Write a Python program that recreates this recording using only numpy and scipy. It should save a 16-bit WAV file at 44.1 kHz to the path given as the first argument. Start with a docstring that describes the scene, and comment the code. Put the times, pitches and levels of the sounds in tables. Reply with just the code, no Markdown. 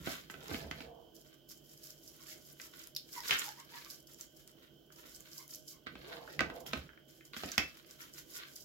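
"""Small kitchen: fingers mix wet spice paste on a ceramic plate and rub it over a fish, close to a phone.
Each stroke tears tiny films of paste (crackle: resonant clicks) and squeezes air pockets (squelch: low clicks).
Larger bubbles pop, hollows under the palm gulp, skin ticks as it peels off the plate, the palm slaps once.
The loaded plate knocks (decaying modes) and drags (stick-slip clicks), most when the fish is turned over.
The counter shudders and booms under shifting weight; an appliance hums in steady air noise behind."""
import sys
import numpy as np
from scipy import signal
from scipy.fft import rfft, irfft, next_fast_len
from scipy.io import wavfile
from scipy.ndimage import uniform_filter1d, map_coordinates

SR = 44100
rng = np.random.default_rng(int(sys.argv[2]) if len(sys.argv) > 2 else 0)


def to_wav(sig):
    """Store sig (one row per channel, or 1-D mono) as 16-bit WAV at the path in sys.argv[1].

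    Samples outside -1..1 are clipped; the rate is SR.
    """
    pcm = np.clip(np.atleast_2d(sig), -1, 1) * 32767
    pcm = np.round(pcm).astype(np.int16)
    wavfile.write(sys.argv[1], SR, pcm.T)  # frames by channels


N = 381024
TIME = np.arange(N) / SR

# spectrum of tearing paste films: (frequency [Hz], gain [dB])
TEAR_COLOUR = [(1500, -34), (2600, -19), (3800, -11), (5400, -8), (7200, -6), (8500, -18), (10000, -12),
               (12500, -7.5), (16000, -11)]
# spectrum of a hard contact: (frequency [Hz], gain [dB])
CRACK_COLOUR = [(500, -12.5), (1300, 3.5), (2300, 9.5), (3200, 6), (4100, 0.5), (6500, -8), (8300, -17.5),
                (16000, -21)]
# spectrum of a dull thump: (frequency [Hz], gain [dB])
THUMP_COLOUR = [(40, -17), (75, 3), (110, -4), (170, -0.5), (270, 7.5), (380, -1.5), (500, -6), (700, -4.5),
                (1100, -24.5), (2500, -51)]


def undb(db):
    """Decibels to gain."""
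    return 10 ** (np.asarray(db) / 20)


def unit(x):
    """Scale to rms 1."""
    return x / np.sqrt(np.mean(x ** 2))


def fade(t, t60_s):
    """Exponential decay, 60 dB down at t60_s."""
    return np.exp(-np.log(1000) * t / t60_s)


def walk(rate_hz):
    """Smooth random wander of rms 1: rate_hz random values per second, smoothed."""
    hold = int(SR / rate_hz)
    steps = np.repeat(rng.standard_normal(N // hold + 1), hold)
    return unit(uniform_filter1d(steps, hold)[:N])


def colour(x, points):
    """Causal (minimum-phase) filter through (Hz, dB) points, built from the cepstrum."""
    size = next_fast_len(x.shape[-1] // 2 + 4096, True) * 2
    hz, db = np.transpose(points)
    bins_hz = np.maximum(np.fft.rfftfreq(size, 1 / SR), 1)
    gain = undb(np.interp(np.log(bins_hz), np.log(hz), db))
    cepstrum = irfft(np.log(gain))
    # fold the cepstrum onto positive times
    cepstrum[1:size // 2] *= 2
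    cepstrum[size // 2 + 1:] = 0
    response = np.exp(rfft(cepstrum))
    return irfft(rfft(x, size) * response)[..., :x.shape[-1]]


def resonate(x, hz, width_hz):
    """Steep resonance: a two-pole band-pass applied twice; width_hz is that of one pass."""
    b, a = signal.iirpeak(hz, hz / width_hz, fs=SR)
    return signal.lfilter(b, a, signal.lfilter(b, a, x))


def steady(x, size):
    """Hold the short-term level near 1 over size samples; keep the finer grain."""
    power = uniform_filter1d(np.mean(x ** 2, axis=0), size=size)
    return x / np.sqrt(power + 1e-6)


def replay(x, speed):
    """Read a sound at a changing speed, which moves all its resonances together."""
    position = np.cumsum(speed)
    return np.array([map_coordinates(port, [position], order=1, mode="wrap") for port in x])


def gain_curve(tables):
    """Gain over time from spans of (s, dB, ..), fading to silence between them."""
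    gain = 0
    for rows in tables:
        s, db = np.transpose(rows)[:2]
        gain = gain + undb(np.interp(TIME, s, db, left=-150, right=-150))
    return uniform_filter1d(gain, size=600)


def pan(x, db):
    """Tilt the balance by db, left minus right."""
    return x * undb(np.array([[db], [-db]]) / 2)


def spread(mid, side, side_db):
    """Two ports hear a shared part and an opposed part."""
    return unit(mid + undb(side_db) * side * np.array([[1], [-1]]))


def noise(size, side_db):
    """White stereo noise of rms 1."""
    mid, side = rng.standard_normal((2, size))
    return spread(mid, side, side_db)


def add(out, s, sound):
    """Mix a sound in at time s."""
    start = max(int(s * SR), 0)
    out[:, start:start + sound.shape[1]] += sound[:, :N - start]


def ruptures(per_s, scatter_db, side_db):
    """Random clicks of unequal size and stereo balance, at a steady short-term level."""
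    happens = rng.random(N) < per_s / SR
    sizes = undb(scatter_db * np.minimum(rng.exponential(size=N), 4.5)) * happens
    return steady(sizes * noise(N, side_db), size=3000)


def burst(t, hit_s, tail_s, tail_db, side_db):
    """Noise of a contact: a brief hit, then a weaker tail as the parts settle."""
    return noise(len(t), side_db) * (fade(t, hit_s) + undb(tail_db) * fade(t, tail_s))


def swell(rise_s, fall_s, edge_db=20, roundness=1.265):
    """Pressure of one contact, edge_db down at rise_s and fall_s from its peak; returns (peak delay [s], curve)."""
    lead_s = 2 * rise_s
    t = np.arange(-lead_s, 2 * fall_s, 1 / SR)
    away = np.where(t < 0, -t / rise_s, t / fall_s)
    # roundness 1 is pointed, 2 a bell
    return lead_s, undb(-edge_db * away ** roundness)


def hand(dab_attack_s=0.0077, resting_crackle_db=-83, resting_squelch_db=-91):
    """Each contact drives crackle and squelch with one swell of pressure; overlapping fingers add in power."""
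    # strokes through the paste: (firmest at [s], rise [s], fall [s], crackle [dB], squelch [dB])
    strokes = [(0.095, 0.093, 0.14, -46, -44), (0.555, 0.2, 0.13, -50.5, -47.5),
               (0.815, 0.19, 0.083, -63, -56.5), (1.31, 0.14, 0.11, -68.5, -67),
               (1.72, 0.11, 0.067, -58, -70.5), (1.87, 0.13, 0.12, -52, -65.5),
               (2.06, 0.094, 0.13, -56, -83), (2.2, 0.26, 0.19, -61, -69),
               (2.31, 0.11, 0.071, -49.5, -54.5), (2.5, 0.21, 0.085, -57.5, -69),
               (2.645, 0.092, 0.047, -50, -58), (2.82, 0.16, 0.084, -54.5, -61),
               (3.17, 0.1, 0.048, -45.5, -54), (3.28, 0.069, 0.14, -41.5, -41.5),
               (3.42, 0.13, 0.11, -41, -44.5), (3.6, 0.065, 0.051, -55.5, -58.5),
               (3.77, 0.14, 0.18, -55, -54), (3.9, 0.046, 0.12, -50, -63.5),
               (4.115, 0.057, 0.032, -52, -65), (4.21, 0.047, 0.063, -52, -62),
               (4.4, 0.11, 0.072, -60.5, -70.5), (4.635, 0.095, 0.084, -69.5, -64.5),
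               (4.99, 0.045, 0.062, -55.5, -61.5), (5.06, 0.073, 0.074, -71, -59.5),
               (5.13, 0.15, 0.22, -55.5, -67.5), (5.28, .1, .1, -77, -61.5),
               (5.38, 0.12, 0.095, -50, -64.5), (5.535, 0.034, 0.075, -48.5, -68),
               (5.705, 0.064, 0.049, -48.5, -69), (6.135, 0.22, 0.1, -61, -51.5),
               (6.34, 0.24, 0.087, -61, -58), (6.57, 0.12, 0.034, -63, -60),
               (6.735, 0.055, 0.16, -58.5, -52.5), (7.47, 0.12, 0.37, -62, -53),
               (7.91, 0.072, 0.1, -58.5, -63.5), (8.02, 0.052, .11, -53.5, -56),
               (8.18, 0.058, 0.047, -46.5, -56), (8.355, 0.089, 0.07, -46.5, -67),
               (8.405, 0.11, 0.11, -72, -49), (8.59, 0.17, 0.075, -51.5, -69)]
    # dabs, fingers landing or coming unstuck at once: (time [s], fall [s], crackle [dB], squelch [dB])
    dabs = [(0.305, 0.061, -56, -62), (0.711, 0.035, -62, -58), (1.149, 0.19, -61, -92),
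            (1.492, 0.1, -50.5, -65), (2.74, 0.16, -65, -55.5), (3.308, 0.15, -42, -38.5),
            (4.475, 0.063, -61, -67), (4.925, 0.042, -57.5, -64.5), (5.495, 0.05, -50.5, -65),
            (5.869, 0.014, -82, -41), (6.604, 0.015, -48, -71), (6.666, 0.05, -49, -47.5),
            (7.084, 0.28, -63.5, -71.5), (7.254, 0.053, -59.5, -72), (7.337, 0.054, -58, -49),
            (7.364, 0.46, -52, -51), (7.772, 0.035, -54.5, -58.5)]
    contacts = strokes + [(s, dab_attack_s, *rest) for s, *rest in dabs]
    # the hand lying still in the paste
    resting = undb([resting_crackle_db, resting_squelch_db])
    power = np.outer(resting ** 2, np.ones(N))
    for s, rise_s, fall_s, crackle_db, squelch_db in contacts:
        lead_s, pressure = swell(rise_s, fall_s)
        # drop what precedes time 0
        early = max(int((lead_s - s) * SR), 0)
        gains = np.outer(undb([crackle_db, squelch_db]), pressure[early:])
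        add(power, s - lead_s, gains ** 2)
    return np.sqrt(power)


def crackle(gain, darken=0.1, light_db=-59):
    """Clusters of paste films tear under the fingers, at several pitches, over the hiss of wet skin."""
    # small to smaller tearing films: pitch [Hz]
    tears_hz = [5200, 8120, 11550, 13600]
    tearing = 0
    for hz in tears_hz:
        clicks = ruptures(per_s=520, scatter_db=3.0, side_db=2.5)
        tearing = tearing + unit(resonate(clicks, hz, 0.35 * hz))
    clusters = unit(tearing) * undb(5.7 * walk(90))
    hiss = undb(1.0) * noise(N, side_db=-5.5)
    rub = steady(colour(clusters + hiss, TEAR_COLOUR), size=3600)
    # a hand that presses harder covers the finest fizz
    fizz = signal.sosfiltfilt(signal.butter(3, 8800, "high", fs=SR, output="sos"), rub)
    fizz_gain = (gain / undb(light_db)) ** -darken
    return gain * (rub + fizz * (fizz_gain - 1))


def squelch(gain, stretch=.09):
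    """Trapped air is squeezed out in a run of low clicks; pockets change size, so their resonances wander."""
    # resonances of the air pockets: (frequency [Hz], gain [dB])
    pocket_colour = [(60, -39), (200, -7), (500, -4), (850, -18), (1150, 2.5), (1350, -5), (1550, 7),
                     (1780, -5), (2050, 2), (2600, -2), (4200, 0.5), (5800, -15), (9000, -49)]
    clicks = ruptures(per_s=920, scatter_db=1.1, side_db=3) * undb(4.9 * walk(60))
    pockets = replay(colour(clicks, pocket_colour), np.exp(stretch * walk(14)))
    return gain * steady(pockets, size=2400)


def slap(slap_s=3.3087, splat_db=-29, thud_db=-46, hit_t60_s=0.013, tail_t60_s=.24):
    """The palm lands flat on the wet fish: a gritty splat of paste over a dull thud, both dying away."""
    out, t = np.zeros((2, N)), TIME[:SR // 2]
    grit = noise(len(t), side_db=0) * undb(2 * walk(400)[:len(t)])
    # levels ahead of the decay
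    splat = undb(splat_db) * unit(colour(grit, CRACK_COLOUR))
    thud = undb(thud_db) * unit(colour(noise(len(t), side_db=-10), THUMP_COLOUR))
    decay = 2 * fade(t, hit_t60_s) + fade(t, tail_t60_s)
    add(out, slap_s, (splat + thud) * decay)
    return pan(out, db=-0.5)


def pops(bubble_db=-3, snap_db=-1):
    """A larger bubble bursts with a snap, coloured by its own size."""
    # single bubbles and smacks of paste: (time [s], level [dB], pitch [Hz])
    bubbles = [(2.8724, -36, 12100), (2.9503, -34, 5360), (2.9637, -23.5, 5300), (2.967, -23.5, 4200),
               (3.205, -30.5, 5100), (3.49, -33, 5800), (3.8477, -37, 5440), (3.902, -34, 5100),
               (4.145, -41, 6230), (4.2105, -31, 6860), (4.4765, -37, 9000), (5.162, -39, 7500),
               (5.4792, -40, 12600), (5.5478, -33, 6150), (5.5564, -35, 12500), (5.681, -40.5, 7200),
               (6.6635, -34, 3120), (7.5175, -25.5, 6200), (7.5215, -37, 6800), (7.5801, -16, 5880),
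               (7.91, -40.5, 7400)]
    out, t = np.zeros((2, N)), TIME[:2048]
    for s, db, hz in bubbles:
        tear = burst(t, hit_s=.004, tail_s=.03, tail_db=-15, side_db=-2)
        snap = colour(tear, TEAR_COLOUR)
        bubble = resonate(tear, hz, hz / 3)
        snap *= undb(db + snap_db) / np.abs(snap).max()
        bubble *= undb(db + bubble_db) / np.abs(bubble).max()
        add(out, s, snap + bubble)
    return out


def gulps(length_s=0.017, overtone_db=-4):
    """A hollow between palm and fish swells and closes; wet clicks ring its two resonances, which glide."""
    # hollows under the palm: (centre time [s], level [dB], cavity pitch [Hz], glide [octaves/s])
    hollows = [(2.22, -68.5, 1080, 1.5), (3.185, -49, 990, -1.5), (3.26, -62, 1050, 4.5),
               (3.482, -50.5, 847, -2), (3.6, -59, 1020, 5), (3.75, -56.5, 974, 3.5),
               (3.809, -65, 1020, -2.5), (3.87, -63, 1130, 0.5), (5.407, -61, 1040, 1),
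               (5.749, -69, 1080, -3)]
    out, t = np.zeros((2, N)), TIME[:SR // 5]
    late = t - t.mean()
    bell = np.exp(-(late / length_s) ** 2 / 2)
    size = 2 * len(t)
    for s, db, hz, glide in hollows:
        clicks = noise(size, side_db=-3.5) * (rng.random(size) < 900 / SR)
        width_hz = hz / 6
        cavity = unit(resonate(clicks, hz, width_hz))
        overtone = unit(resonate(clicks, 2 * hz, width_hz))
        gliding = replay(cavity + undb(overtone_db) * overtone, 2 ** (glide * late))
        add(out, s - t.mean(), undb(db) * bell * gliding)
    return out


def ticks(tail_s=0.037):
    """Skin comes unstuck from the plate with a short, dull, pitched tick."""
    # sticky ticks: (time [s], peak [dB], pitch [Hz])
    peels = [(4.903, -52, 1510), (6.127, -38, 1730), (6.2762, -39, 1470), (6.891, -41.5, 1620),
             (6.933, -48, 1550), (6.975, -46, 1590), (7.209, -46, 2000), (8.005, -40, 1840)]
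    out, t = np.zeros((2, N)), TIME[:SR // 8]
    for s, db, hz in peels:
        contact = burst(t, hit_s=.006, tail_s=tail_s, tail_db=-6, side_db=0)
        tear = resonate(contact, hz, hz / 2)
        add(out, s, undb(db) * tear / np.abs(tear).max())
    return out


def knocks(focus_octaves=0.46, thump_s=0.27, soak_t60_s=0.037):
    """The plate taps the counter: a crack, its modes (strongest near that spot's pitch) and a counter thump."""
    # taps: (time [s], ring [dB], thump [dB], crack [dB], strongest ring [Hz],
    #        part of the ring that the load lets sound on [dB], left minus right [dB])
    taps = [(0.0724, -57, -51, -60, 1250, 4, -2.5), (0.2994, -64, -68, -64.5, 1540, 9, -2),
            (0.3409, -66, -65.5, -68, 1530, 4, -4), (0.5129, -61, -52.5, -82, 1580, -1, -3),
            (0.5441, -69, -56, -59, 1880, -8, -1), (0.6428, -73, -60, -87, 1540, -6, 2),
            (0.712, -59, -62.5, -57, 1640, -6, -2.5), (0.8053, -71, -64, -63.5, 1570, -14, -3),
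            (2.599, -68, -77, -67, 1790, -10, 0), (5.8683, -60.5, -65, -67.5, 1750, -18, -5),
            (5.9542, -68.5, -66, -68.5, 1390, -16, -2), (6.3923, -46, -63, -50.5, 1920, -13, -3),
            (6.4063, -45.5, -47.5, -48.5, 1550, -20, -2), (6.5004, -61.5, -62, -66.5, 1595, -22, 0),
            (6.7335, -52, -52, -49.5, 1297, -26, -2.5), (7.3654, -64.5, -63, -62, 1540, -7, -4),
            (7.435, -60, -53.5, -60, 1330, -18, -2), (7.5793, -46.5, -50, -41.5, 2420, -9, -2.5),
            (7.594, -53, -66, -64, 2450, 14, 4)]
    # modes of the plate damped by fish and hand: (frequency [Hz], level [dB], t60 [s])
    plate_modes = [(1058, 0.5, 0.01), (1272, 3, 0.054), (1540, 5.5, 0.05), (2000, -11.5, 0.04),
                   (2018, 4, 0.073), (2322, -4.5, 0.13), (2455, -11, 0.18), (2635, -3, 0.22)]
    out, t = np.zeros((2, N)), TIME[:SR // 3]
    mode_hz, mode_db, t60_s = np.transpose(plate_modes)[:, :, None]
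    for s, ring_db, thump_db, crack_db, hz, free_db, pan_db in taps:
        octaves_off = np.log2(mode_hz / hz)
        weight = undb(mode_db) / (1 + (octaves_off / focus_octaves) ** 2)
        detune = 1 + 0.0137 * rng.standard_normal(mode_hz.shape)
        # every mode reaches the two ports with its own phase
        phase = rng.uniform(0, 2 * np.pi, mode_hz.shape)
        phase = phase + .8 * rng.standard_normal((2, *mode_hz.shape))
        # the soft load soaks up part of the ring at once
        decay = fade(t, soak_t60_s) + undb(free_db) * fade(t, t60_s)
        modes = weight * np.sin(2 * np.pi * mode_hz * detune * t + phase) * decay
        ring = undb(ring_db) * unit(np.sum(modes, axis=1))
        hit = burst(t, hit_s=.015, tail_s=.055, tail_db=-15, side_db=0)
        crack = undb(crack_db) * unit(colour(hit, CRACK_COLOUR))
        push = burst(t, hit_s=.018, tail_s=thump_s, tail_db=-11, side_db=-10)
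        thump = undb(thump_db) * unit(colour(push, THUMP_COLOUR))
        add(out, s, pan(ring + crack + thump, pan_db))
    return out


def drag():
    """The plate's foot sticks and slips over the counter; the groan rises in pitch as it gathers speed."""
    # spans of dragging: (time [s], level [dB], resonance pitch [share of that at full speed])
    drags = [
        [(0.36, -65.5, 0.73), (0.524, -50.5, .95), (0.764, -62, 0.94), (0.878, -54, 1), (1.3, -77, 0.92)],
        [(5.9, -76, 0.36), (6.11, -51, 0.99), (6.26, -57, 1), (6.35, -58.5, .6), (6.42, -57, .95),
         (6.56, -50, 0.99), (6.7, -61.5, 1)],
    ]
    # resonances excited at full speed: (frequency [Hz], width of one pass [Hz], level [dB])
    foot_modes = [(376, 240, -6.5), (463, 63, -1.5), (720, 185, -3), (910, 540, -2)]
    slips = ruptures(per_s=1100, scatter_db=-2.0, side_db=-3.0)
    body = 0
    for hz, width_hz, db in foot_modes:
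        body = body + undb(db) * unit(resonate(slips, hz, width_hz)) * undb(2 * walk(6.1))
    body = signal.sosfilt(signal.butter(4, 900, fs=SR, output="sos"), body)
    s, _, pitch = np.concatenate(drags).T
    groan = steady(replay(body, np.interp(TIME, s, pitch)), size=3000)
    return pan(groan * gain_curve(drags), db=-2.5)


def shudder(boom_hz=75, boom_t60_s=0.34):
    """The counter top rumbles softly as weight shifts on it, and swings in its lowest mode as weight lands."""
    # spans of rumble under the hand's weight: (time [s], level [dB])
    shudders = [
        [(0.0, -51.5), (0.084, -60.5), (0.186, -65.5), (0.484, -61), (0.504, -53), (0.886, -58.5), (1.05, -87)],
        [(5.85, -72), (5.952, -55), (6.07, -68), (6.336, -67), (6.41, -49), (6.586, -63), (6.8, -53),
         (7.0, -78)],
    ]
    # weight landing: (time [s], level ahead of the envelope [dB])
    booms = [(0.641, -45), (6.754, -42)]
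    # spectrum of the rumble: (frequency [Hz], gain [dB])
    counter_colour = [(45, -0.5), (75, 4.5), (95, -16), (145, 8), (200, -2), (320, -5.5), (600, -11),
                      (1200, -99)]
    t = TIME[:SR // 2]
    out = unit(colour(noise(N, side_db=-32), counter_colour)) * gain_curve(shudders)
    envelope = fade(t, boom_t60_s) * (1 - fade(t, .05))
    swing = np.sin(2 * np.pi * boom_hz * t) * envelope
    for s, db in booms:
        add(out, s, undb(db) * swing[None])
    return pan(out, db=-3.5)


def kitchen(air_db=-65):
    """Steady air noise, alike at both ports in the bass, with the hum and whine of an appliance."""
    # spectrum of the air noise: (frequency [Hz], gain [dB])
    air_colour = [(50, -1), (100, -7), (145, -5), (200, -3), (330, -0.5), (450, -5.5), (640, -9),
                  (850, -20.5), (2300, -33), (5200, -24), (9300, -38.5), (13000, -27), (16000, -20)]
    # appliance hum and whine: (frequency [Hz], width of one pass [Hz], level [dB])
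    hum_bands = [(144, 17.3, -72), (328.9, 21.5, -72), (618.4, 12.5, -77.5), (1509, 110, -84.5),
                 (3110, 310, -72)]
    mid, side = colour(rng.standard_normal((2, N)), air_colour)
    side = signal.sosfilt(signal.butter(1, 450, "high", fs=SR, output="sos"), side)
    air = spread(mid, side, side_db=-2.0) * undb(air_db + 1.1 * walk(20.0))
    hum = 0
    for hz, width_hz, db in hum_bands:
        hum = hum + undb(db) * unit(resonate(noise(N, side_db=-5.0), hz, width_hz))
    return pan(air + hum, db=-4.5)


def room(x, wet_db, t60_s=0.23):
    """Close hard walls give a short tail, different at each port."""
    t = TIME[:SR // 2]
    onset = 1 - np.exp(-(t / .004) ** 2)
    tail = rng.standard_normal((2, len(t))) * fade(t, t60_s) * onset
    tail = colour(tail, [(120, -26.0), (500, -1), (2400, 0.5), (7000, -3), (16000, -5.5)])
    tail /= np.sqrt(np.sum(tail ** 2) / 2)
    return x + undb(wet_db) * signal.oaconvolve(x, tail, axes=1)[:, :N]


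def scene():
    """Paste, plate and counter in the kitchen."""
    rubbing, pressing = hand()
    films = pan(crackle(rubbing) + pops(), db=-2)
    pockets = pan(squelch(pressing) + gulps() + ticks(), db=-1.0)
    paste = room(films + pockets + slap(), wet_db=-6.5)
    plate = room(knocks() + drag(), wet_db=-7)
    return paste + plate + shudder() + kitchen()


def record(dry, bass_cut_hz=40, top_hz=15900):
    """The two microphone ports colour the sound oppositely; the phone cuts the deep bass and the top."""
    tilt = [(100, 0.5), (350, -1.83), (2000, -0.11), (5000, -0.68), (7000, -1.6), (9000, 2.3), (15000, 0.87)]
    opposite = [(hz, -db) for hz, db in tilt]
    ports = np.array([colour(dry[0], tilt), colour(dry[1], opposite)])
    ports = signal.sosfilt(signal.butter(8, bass_cut_hz, "high", fs=SR, output="sos"), ports)
    return signal.sosfilt(signal.ellip(10, .2, 80, top_hz, fs=SR, output="sos"), ports)


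dry = scene()
out = record(dry)
to_wav(out)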